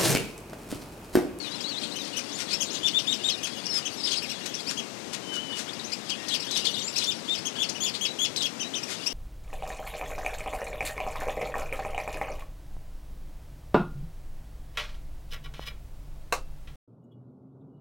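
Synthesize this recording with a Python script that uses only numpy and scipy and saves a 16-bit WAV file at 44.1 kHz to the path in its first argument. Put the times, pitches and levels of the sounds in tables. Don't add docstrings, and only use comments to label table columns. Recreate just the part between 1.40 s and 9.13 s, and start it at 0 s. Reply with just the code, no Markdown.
import sys
import numpy as np
from scipy import signal
from scipy.fft import rfft, irfft, next_fast_len
from scipy.io import wavfile
from scipy.ndimage import map_coordinates

SR = 44100
rng = np.random.default_rng(int(sys.argv[2]) if len(sys.argv) > 2 else 0)


def transcribe(signal):
    frames = np.atleast_2d(signal).T
    limited = np.clip(frames, -1, 1)
    pcm = np.round(limited * 32767).astype(np.int16)
    wavfile.write(sys.argv[1], SR, pcm)


N = 340893


def from_db(db):
    return 10 ** (np.asarray(db) / 20)


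def rms_one(x):
    return x / np.sqrt(np.mean(x ** 2) + 1e-20)


def coloured(x, spectrum):
    hz, db = np.transpose(spectrum)
    size = next_fast_len(len(x) + 512)
    bins_hz = np.arange(size // 2 + 1) * SR / size
    gain = from_db(np.interp(np.log(bins_hz + 1), np.log(hz), db))
    return irfft(rfft(x, size) * gain, size)[:len(x)]


def wobble(count, rate_hz):
    steps = np.arange(count) * rate_hz / SR
    knots = rng.standard_normal(int(steps[-1]) + 3)
    return map_coordinates(knots, [steps + 1], order=2, mode="nearest")


def clock(length):
    return np.arange(max(int(length * SR), 64)) / SR


def progress(length):
    return np.linspace(0, 1, len(clock(length)))


def swell(count, edge):
    return signal.windows.tukey(count, edge)


def add(track, start, sound):
    at = int(np.clip(start * SR, 0, N - 1))
    track[at:at + len(sound)] += sound[:N - at]


def syrinx(hz, first_db, octave_db, jitter, shimmer_db,
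           third_db=-19, fourth_db=-20, flutter_hz=900, buzz_hz=1100):
    count = len(hz)
    unsteady_hz = hz * (1 + jitter * wobble(count, flutter_hz))
    phase = 2 * np.pi * np.cumsum(unsteady_hz) / SR
    buzz = .7 + wobble(count, buzz_hz)
    third = from_db(octave_db + third_db) * buzz
    top = from_db(octave_db + fourth_db) * buzz
    gains = [from_db(first_db), from_db(octave_db), third, top, top]
    tone = sum(gain * np.sin(k * phase) * (k * hz < SR / 2) for k, gain in enumerate(gains, 1))
    return np.sqrt(2) * tone * from_db(shimmer_db * wobble(count, 148.4))


def slurs(rows, bow_oct, octave_db, jitter, shimmer_db, edge):
    out = np.zeros(N)
    for start, length, mid_hz, glide_oct, db in rows:
        u = progress(length) - .5
        hz = mid_hz * 2 ** (glide_oct * u - bow_oct * (2 * u) ** 2)
        add(out, start, syrinx(hz, db, db + octave_db, jitter, shimmer_db) * swell(len(u), edge))
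    return out


# frequency_hz, gain_db
THROAT_SPECTRUM = [(1900, 1), (3000, 10.5), (5200, -0.5), (8500, 7), (13200, -12), (15500, -28)]

def hoarse(voice, hiss_db):
    hiss = coloured(voice * rng.standard_normal(N), THROAT_SPECTRUM)
    return voice + from_db(hiss_db) * np.std(voice) * rms_one(hiss)


# frequency_hz, gain_db
AIR_SPECTRUM = [(18, -50), (30, -32.5), (130, -1.5), (237, 5), (1400, -9.5), (2180, -9), (3070, -10.5),
                (6050, -12), (8720, -19), (13600, -35), (15500, -72)]

def air(level_db=-35.5):
    return from_db(level_db) * rms_one(coloured(rng.standard_normal(N), AIR_SPECTRUM))


# pitch_hz, initial_level_db
HUM_TONES = [(290.7, -46.5), (559.9, -51)]

def hum(fade_s=2.1):
    tones = sum(syrinx(np.full(N, hz), db, db - 38, jitter=.0094, shimmer_db=3.5, flutter_hz=12)
                for hz, db in HUM_TONES)
    return tones * np.exp(-(np.arange(N) / SR / fade_s) ** 2)


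def foliage(x, t60_s, gap_s=.0017):
    t = clock(.6)
    echoes = rng.standard_normal(len(t)) * from_db(-60 * t / t60_s) * (t > gap_s)
    echoes = signal.lfilter(*signal.butter(1, 8000, fs=SR), echoes)
    return signal.fftconvolve(x, echoes / np.sqrt(np.sum(echoes ** 2)))[:N]


# time_s, level_db
COLONY_ENVELOPE = [(0, -39), (3.2, -37), (3.7, -51.5), (4.84, -39), (5.3, -30.5), (5.85, -42.5),
                   (7.3, -52.5), (7.73, -35)]

def colony(calls=1500, pitch_hz=4000, spread_oct=.34, glide_oct=.4):
    start, length = rng.uniform(0, N / SR, calls), rng.uniform(.013, .072, calls)
    pitch, glide, level = rng.standard_normal((calls, 3)).T
    rows = np.column_stack([start, length, pitch_hz * 2 ** (spread_oct * pitch), glide_oct * glide, level])
    twitter = slurs(rows, bow_oct=.1025, octave_db=-10, jitter=.03, shimmer_db=4.5, edge=1)
    level_db = np.interp(np.arange(N) / SR, *np.transpose(COLONY_ENVELOPE))
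    return from_db(level_db) * rms_one(twitter + foliage(twitter, t60_s=.092))


def phrase(points, gain_db, octave_db, jitter):
    out = np.zeros(N)
    times, hz, db = np.transpose(points)
    t = times[0] + clock(times[-1] - times[0])
    level = np.interp(t, times, db) + gain_db
    tone = syrinx(np.interp(t, times, hz), level, level + octave_db, jitter, shimmer_db=1.2)
    add(out, times[0], tone * swell(len(t), .011))
    return out


# start_s,
# length_s, mid_pitch_hz, glide_oct, level_db
CLEAR_NOTES = [(.51, 0.024, 3840, 0.2, -35.5), (.585, 0.048, 3780, -0.32, -34.5),
               (1.228, 0.032, 4780, -.4, -39), (1.255, 0.07, 4000, 0.22, -39),
               (1.905, 0.053, 4040, -0.43, -30), (2.285, 0.12, 5245, -0.17, -25.5),
               (2.57, 0.075, 5160, -0.24, -37), (4.76, 0.216, 1860, -.06, -49),
               (6.665, 0.065, 3900, 0.1, -35), (7.22, 0.066, 3860, 0.14, -38)]
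NASAL_NOTES = [(3.915, 0.075, 1560, -0.31, -43), (7.478, .022, 2130, -0.88, -39)]
# time_s, pitch_hz, relative_level_db
WARBLE_CONTOUR = [(0.0, 4480, -33), (0.012, 4470, -38.5), (0.084, 3445, -40), (0.092, 3640, -47),
                  (0.148, 4145, -37), (0.178, 3800, -58), (0.204, 3205, -41), (0.234, 3270, -52),
                  (0.242, 3820, -31), (0.276, 4400, -37), (0.296, 4560, -34), (0.352, 3480, -40),
                  (0.388, 4200, -33), (0.4, 4200, -56)]
LONG_CONTOUR = [(3.82, 3086, -51), (3.936, 3026, -37.5), (3.956, 2956, -39), (3.99, 2947, -34),
                (4.002, 3080, -37), (4.04, 3013, -44), (4.15, 2942, -38.5), (4.21, 2880, -50)]

def whistles(octave_db=-28):
    clear = slurs(CLEAR_NOTES, bow_oct=.036, octave_db=octave_db, jitter=.005, shimmer_db=1.5, edge=.3)
    nasal = slurs(NASAL_NOTES, bow_oct=.17, octave_db=-6, jitter=.015, shimmer_db=2, edge=.5)
    warbled = phrase(WARBLE_CONTOUR, gain_db=4, octave_db=octave_db, jitter=.016)
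    long_note = phrase(LONG_CONTOUR, gain_db=5.2, octave_db=octave_db, jitter=.003)
    return clear + nasal + warbled + long_note


# start_s, length_s, level_db
GRASS_TUGS = [(0.77, .04, -33.5), (0.972, 0.075, -30.5), (2.062, 0.028, -32.5), (2.318, 0.09, -31),
              (3.054, 0.019, -26.5), (3.296, 0.023, -26.5), (3.722, 0.038, -29), (3.923, 0.064, -33.5),
              (4.149, 0.089, -31.5), (7.472, 0.089, -31.5)]
# frequency_hz, gain_db
GRASS_SPECTRUM = [(500, -38), (1000, -4.5), (1500, 1), (2200, 1.5), (3800, 4), (6500, 3), (9500, -3.5),
                  (15000, -21)]

def grass(slips_per_s=4000, spread_db=5):
    out = np.zeros(N)
    for start, length, db in GRASS_TUGS:
        count = len(clock(length))
        slips = rng.random(count) < slips_per_s / SR
        strength = from_db(spread_db * rng.standard_normal(count))
        clicks = slips * strength * rng.choice([-1, 1], count)
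        rub = rms_one(coloured(clicks, GRASS_SPECTRUM))
        add(out, start, from_db(db) * rub * np.sqrt(np.hanning(count)))
    return out


# start_s, length_s, top_pitch_hz, level_db
UPSLUR_NOTES = [(0.911, 0.061, 7240, -36.5), (1.298, 0.029, 7570, -36), (4.43, 0.046, 6950, -38),
                (5.41, 0.1, 7320, -35.5)]

def upslurs(climb_oct=1, climb_s=.013):
    out = np.zeros(N)
    for start, length, top_hz, db in UPSLUR_NOTES:
        t = clock(length)
        hz = top_hz * 2 ** (-climb_oct * np.exp(-t / climb_s))
        add(out, start, syrinx(hz, db, db - 25, jitter=.012, shimmer_db=2) * swell(len(t), .5))
    return out


# centre_s, mid_pitch_hz, glide_oct, level_db
TICK_NOTES = [(1.005, 5700, .4, -32), (1.014, 5500, .4, -35), (1.24, 7000, -0.26, -28),
              (1.333, 6840, .4, -30), (1.347, 6880, -.3, -30), (1.356, 6160, -0.35, -27.5),
              (2.258, 5560, .4, -27), (2.268, 5300, -.7, -25), (2.70, 4960, .8, -33),
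              (3.144, 5590, .5, -27), (3.152, 5780, .4, -27), (4.398, 3890, -0.71, -29.5),
              (4.521, 5520, .8, -31), (5.247, 5670, -.8, -31), (5.359, 4520, 0.97, -32),
              (6.3, 5950, -0.69, -28)]

def ticks(length_s=.01):
    rows = [(at - length_s / 2, length_s, hz, glide_oct, db) for at, hz, glide_oct, db in TICK_NOTES]
    voice = slurs(rows, bow_oct=0, octave_db=-22, jitter=.018, shimmer_db=1.5, edge=1)
    return hoarse(voice, hiss_db=-12)


# start_s, length_s, centre_pitch_hz, level_db
RASP_NOTES = [(0.404, 0.066, 3900, -34), (0.623, 0.074, 4600, -38), (1.084, 0.071, 4290, -31),
              (1.325, 0.068, 4160, -33.5), (2.63, 0.16, 4197, -30.5), (4.686, 0.03, 5100, -30),
              (5.145, 0.065, 3600, -29.5), (5.242, 0.04, 4100, -26.5), (5.598, 0.04, 3287, -31.5),
              (6.285, 0.026, 4850, -29.5), (6.534, 0.04, 4200, -31.5)]

def rasps(wander=.1, wander_hz=450):
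    out = np.zeros(N)
    for start, length, centre_hz, db in RASP_NOTES:
        count = len(clock(length))
        hz = centre_hz * np.exp(wander * wobble(count, wander_hz))
        voice = syrinx(hz, db, db - 18, jitter=.13, shimmer_db=2.5, flutter_hz=2500)
        add(out, start, voice * np.sqrt(np.hanning(count)))
    return hoarse(out, hiss_db=-7)


# start_s, length_s, mid_pitch_hz, level_db
SQUEAK_NOTES = [(2.314, 0.021, 4300, -38), (2.629, 0.04, 5245, -26.5), (2.67, 0.0146, 3650, -23.5),
                (2.765, 0.026, 5170, -26), (5.16, 0.014, 5600, -28), (5.251, 0.011, 4950, -24),
                (5.261, 0.0226, 3610, -25.5), (5.339, 0.018, 4030, -31), (6.433, 0.01, 4700, -26.5),
                (7.332, 0.029, 3560, -30)]

def squeaks(glide_oct=-.15):
    rows = [(start, length, hz, glide_oct, db) for start, length, hz, db in SQUEAK_NOTES]
    voice = slurs(rows, bow_oct=.5, octave_db=-18, jitter=.024, shimmer_db=1.6, edge=.5)
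    return hoarse(voice, hiss_db=-13)


# start_s, relative_level_db
CHURR_CALLS = [(4.882, -36), (5.109, -34.5), (5.577, -35), (6.961, -34.5)]
# time_s, pitch_hz, gain_db
CHURR_CONTOUR = [(0, 2924, 7), (.0055, 6763, 5), (.011, 4167, 7), (.028, 3850, 3.5), (0.04, 3900, 3),
                 (0.056, 3450, 5.5), (.067, 6260, 6), (0.075, 3250, 6)]

def churrs():
    out = np.zeros(N)
    times, hz, gain_db = np.transpose(CHURR_CONTOUR)
    t = clock(times[-1])
    for start, level_db in CHURR_CALLS:
        db = level_db + np.interp(t, times, gain_db)
        tone = syrinx(np.interp(t, times, hz), db, db - 13, jitter=.03, shimmer_db=2, flutter_hz=1500)
        add(out, start, tone * swell(len(t), .015))
    return hoarse(out, hiss_db=-9.5)


# start_s, length_s, mid_pitch_hz, relative_level_db
TWEET_NOTES = [(0.203, 0.014, 5130, -33.5), (1.119, 0.039, 5110, -28.5), (3.196, 0.017, 4560, -36.5),
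               (3.26, 0.051, 5270, -32.5), (4.112, 0.03, 3420, -40.5), (4.273, 0.034, 3400, -38.5),
               (4.328, 0.017, 4900, -38.5), (4.516, 0.03, 4890, -31), (4.993, 0.022, 5260, -35),
               (5.017, 0.019, 5020, -33), (5.064, .024, 3380, -37), (5.474, 0.019, 5090, -33.5),
               (5.554, 0.027, 5260, -30), (5.972, 0.026, 4860, -34.5), (6.146, 0.039, 3256, -38),
               (7.427, 0.019, 5420, -34.5), (7.656, 0.031, 5380, -28.5)]

def tweets(glide_oct=.526, bow_oct=.14, undertone_db=-10):
    out = np.zeros(N)
    for start, length, mid_hz, db in TWEET_NOTES:
        u = progress(length) - .5
        hz = mid_hz * 2 ** (glide_oct * u - bow_oct * (2 * u) ** 2)
        tone = syrinx(hz / 2, db + undertone_db, db,
                      jitter=.022, shimmer_db=1.9, third_db=-15, fourth_db=-24)
        add(out, start, tone * swell(len(u), .75))
    return from_db(2.2) * hoarse(out, hiss_db=-13)


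# start_s, length_s, top_pitch_hz, relative_level_db, octave_gain_db, third_over_octave_db
CHIP_NOTES = [(0.554, 0.04, 3160, -37.5, -2, -12), (0.76, 0.04, 3060, -34.5, 1.5, -10),
              (1.202, 0.033, 3360, -30.5, 5, -12), (2.029, 0.032, 3320, -30.5, -1.5, -10.5),
              (2.45, 0.033, 3285, -31.5, -1.5, -18), (2.712, 0.037, 3340, -30.5, -2, -16),
              (2.819, 0.042, 2805, -36, -1.5, -11), (2.891, 0.039, 2930, -37.5, 3, -11),
              (3.369, 0.039, 3350, -32.5, -4.5, -13), (4.693, 0.052, 3270, -31, -16, -21),
              (6.049, 0.041, 3330, -33.5, 2, -17), (6.343, 0.049, 3000, -39.5, -4, -22),
              (7.194, 0.047, 3150, -33.5, 0, -19), (7.349, 0.042, 3170, -34.5, 1, -16)]

def chips(crest_share=.366, climb_oct=.48, drop_oct=.503, sag_db_per_oct=18):
    out = np.zeros(N)
    for start, length, top_hz, db, octave_db, third_db in CHIP_NOTES:
        u = progress(length)
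        climb = climb_oct * (1 - u / crest_share) ** 2
        drop = drop_oct * (np.abs(u - crest_share) / (1 - crest_share)) ** 1.6
        sag_oct = np.where(u < crest_share, climb, drop)
        level = db - sag_db_per_oct * sag_oct
        tone = syrinx(top_hz * 2 ** -sag_oct, level, level + octave_db, jitter=.005, shimmer_db=1.1,
                      third_db=third_db, fourth_db=third_db - 6, buzz_hz=600)
        add(out, start, tone * swell(len(u), .18))
    return from_db(2) * hoarse(out, hiss_db=-18)


def gargle(held_hz, db, length, warble_hz=87.3, warble_oct=.17, sink_oct=.62, fade_db=20.5):
    beak_hz, beak_db_per_oct = 4850, 19.5
    t, u = clock(length), progress(length)
    warble = np.cos(2 * np.pi * warble_hz * rng.uniform(.923, 1.12) * t)
    hz = held_hz * 2 ** (warble_oct * warble - .0501 - sink_oct * u)
    first_db = db + 5.5 + 4 * warble - fade_db * u
    octave_db = db - beak_db_per_oct * np.abs(np.log2(2 * hz / beak_hz))
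    return syrinx(hz, first_db, octave_db, jitter=.018, shimmer_db=1.5) * swell(len(t), .25)


# start_s, held_length_s, mid_pitch_hz, mid_level_db, octave_gain_db, gargle_length_s
CHEEP_NOTES = [(1.428, 0.043, 3507, -25.5, -16, 0.022), (1.532, 0.053, 3560, -26, -18, 0.02),
               (1.669, 0.054, 3670, -25.5, -13.5, 0.027), (1.834, 0.052, 3703, -24.5, -12, 0.025),
               (4.903, 0.037, 3330, -29.5, -15, 0.029), (5.363, 0.05, 3670, -32.5, -12, 0.021),
               (5.659, 0.044, 3570, -30.5, -5, 0.027), (5.876, 0.062, 3600, -29, -16.5, 0.026),
               (6.183, .044, 3417, -26.5, -12.5, .024), (6.401, 0.057, 3404, -30, 0.5, 0.046),
               (6.607, 0.043, 3306, -27.5, -5.5, 0.022), (6.785, 0.061, 3370, -25.5, -8, 0.019),
               (7.016, 0.039, 3310, -29, -9.5, 0.021)]

def cheeps(scoop_oct=.474, scoop_s=.00409, rise_oct_per_s=.98, attack_s=.0055, swell_db=7, waver_db=.2):
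    held, broken = np.zeros(N), np.zeros(N)
    for start, length, mid_hz, db, octave_db, gargle_s in CHEEP_NOTES:
        t = clock(length)
        hz = mid_hz * 2 ** (rise_oct_per_s * (t - length / 2) - scoop_oct * np.exp(-t / scoop_s))
        level = db + swell_db * (t / length - .5) - waver_db * wobble(len(t), 82)
        tone = syrinx(hz, level, level + octave_db, jitter=.009, shimmer_db=1.1,
                      third_db=-16, fourth_db=-18, buzz_hz=700)
        add(held, start, tone * swell(len(t), .04) * np.minimum(t / attack_s, 1))
        add(broken, start + length, gargle(hz[-1], db + max(octave_db, 0), gargle_s))
    return hoarse(held, hiss_db=-18) + hoarse(broken, hiss_db=-15)


# frequency_hz, gain_db
BEAK_RESPONSE = [(7000, 1.5), (9500, -0.5), (11800, -3), (13600, 2), (15200, -9)]

def scene():
    voices = chips() + cheeps() + churrs() + tweets() + upslurs() + squeaks() + ticks() + rasps()
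    near = coloured(voices, BEAK_RESPONSE) + grass()
    rumble = air()
    farther = whistles()
    echoes = from_db(-5.5) * foliage(near + .5 * farther, t60_s=.13)
    left = near + farther + echoes + colony() + rumble + hum()
    right = from_db(-59) * rng.standard_normal(N)
    return np.array([left, right])


def record(dry):
    cutoff_hz = 15400
    return signal.sosfilt(signal.ellip(10, .1, 90, cutoff_hz, fs=SR, output="sos"), dry)


dry = scene()
out = record(dry)
transcribe(out)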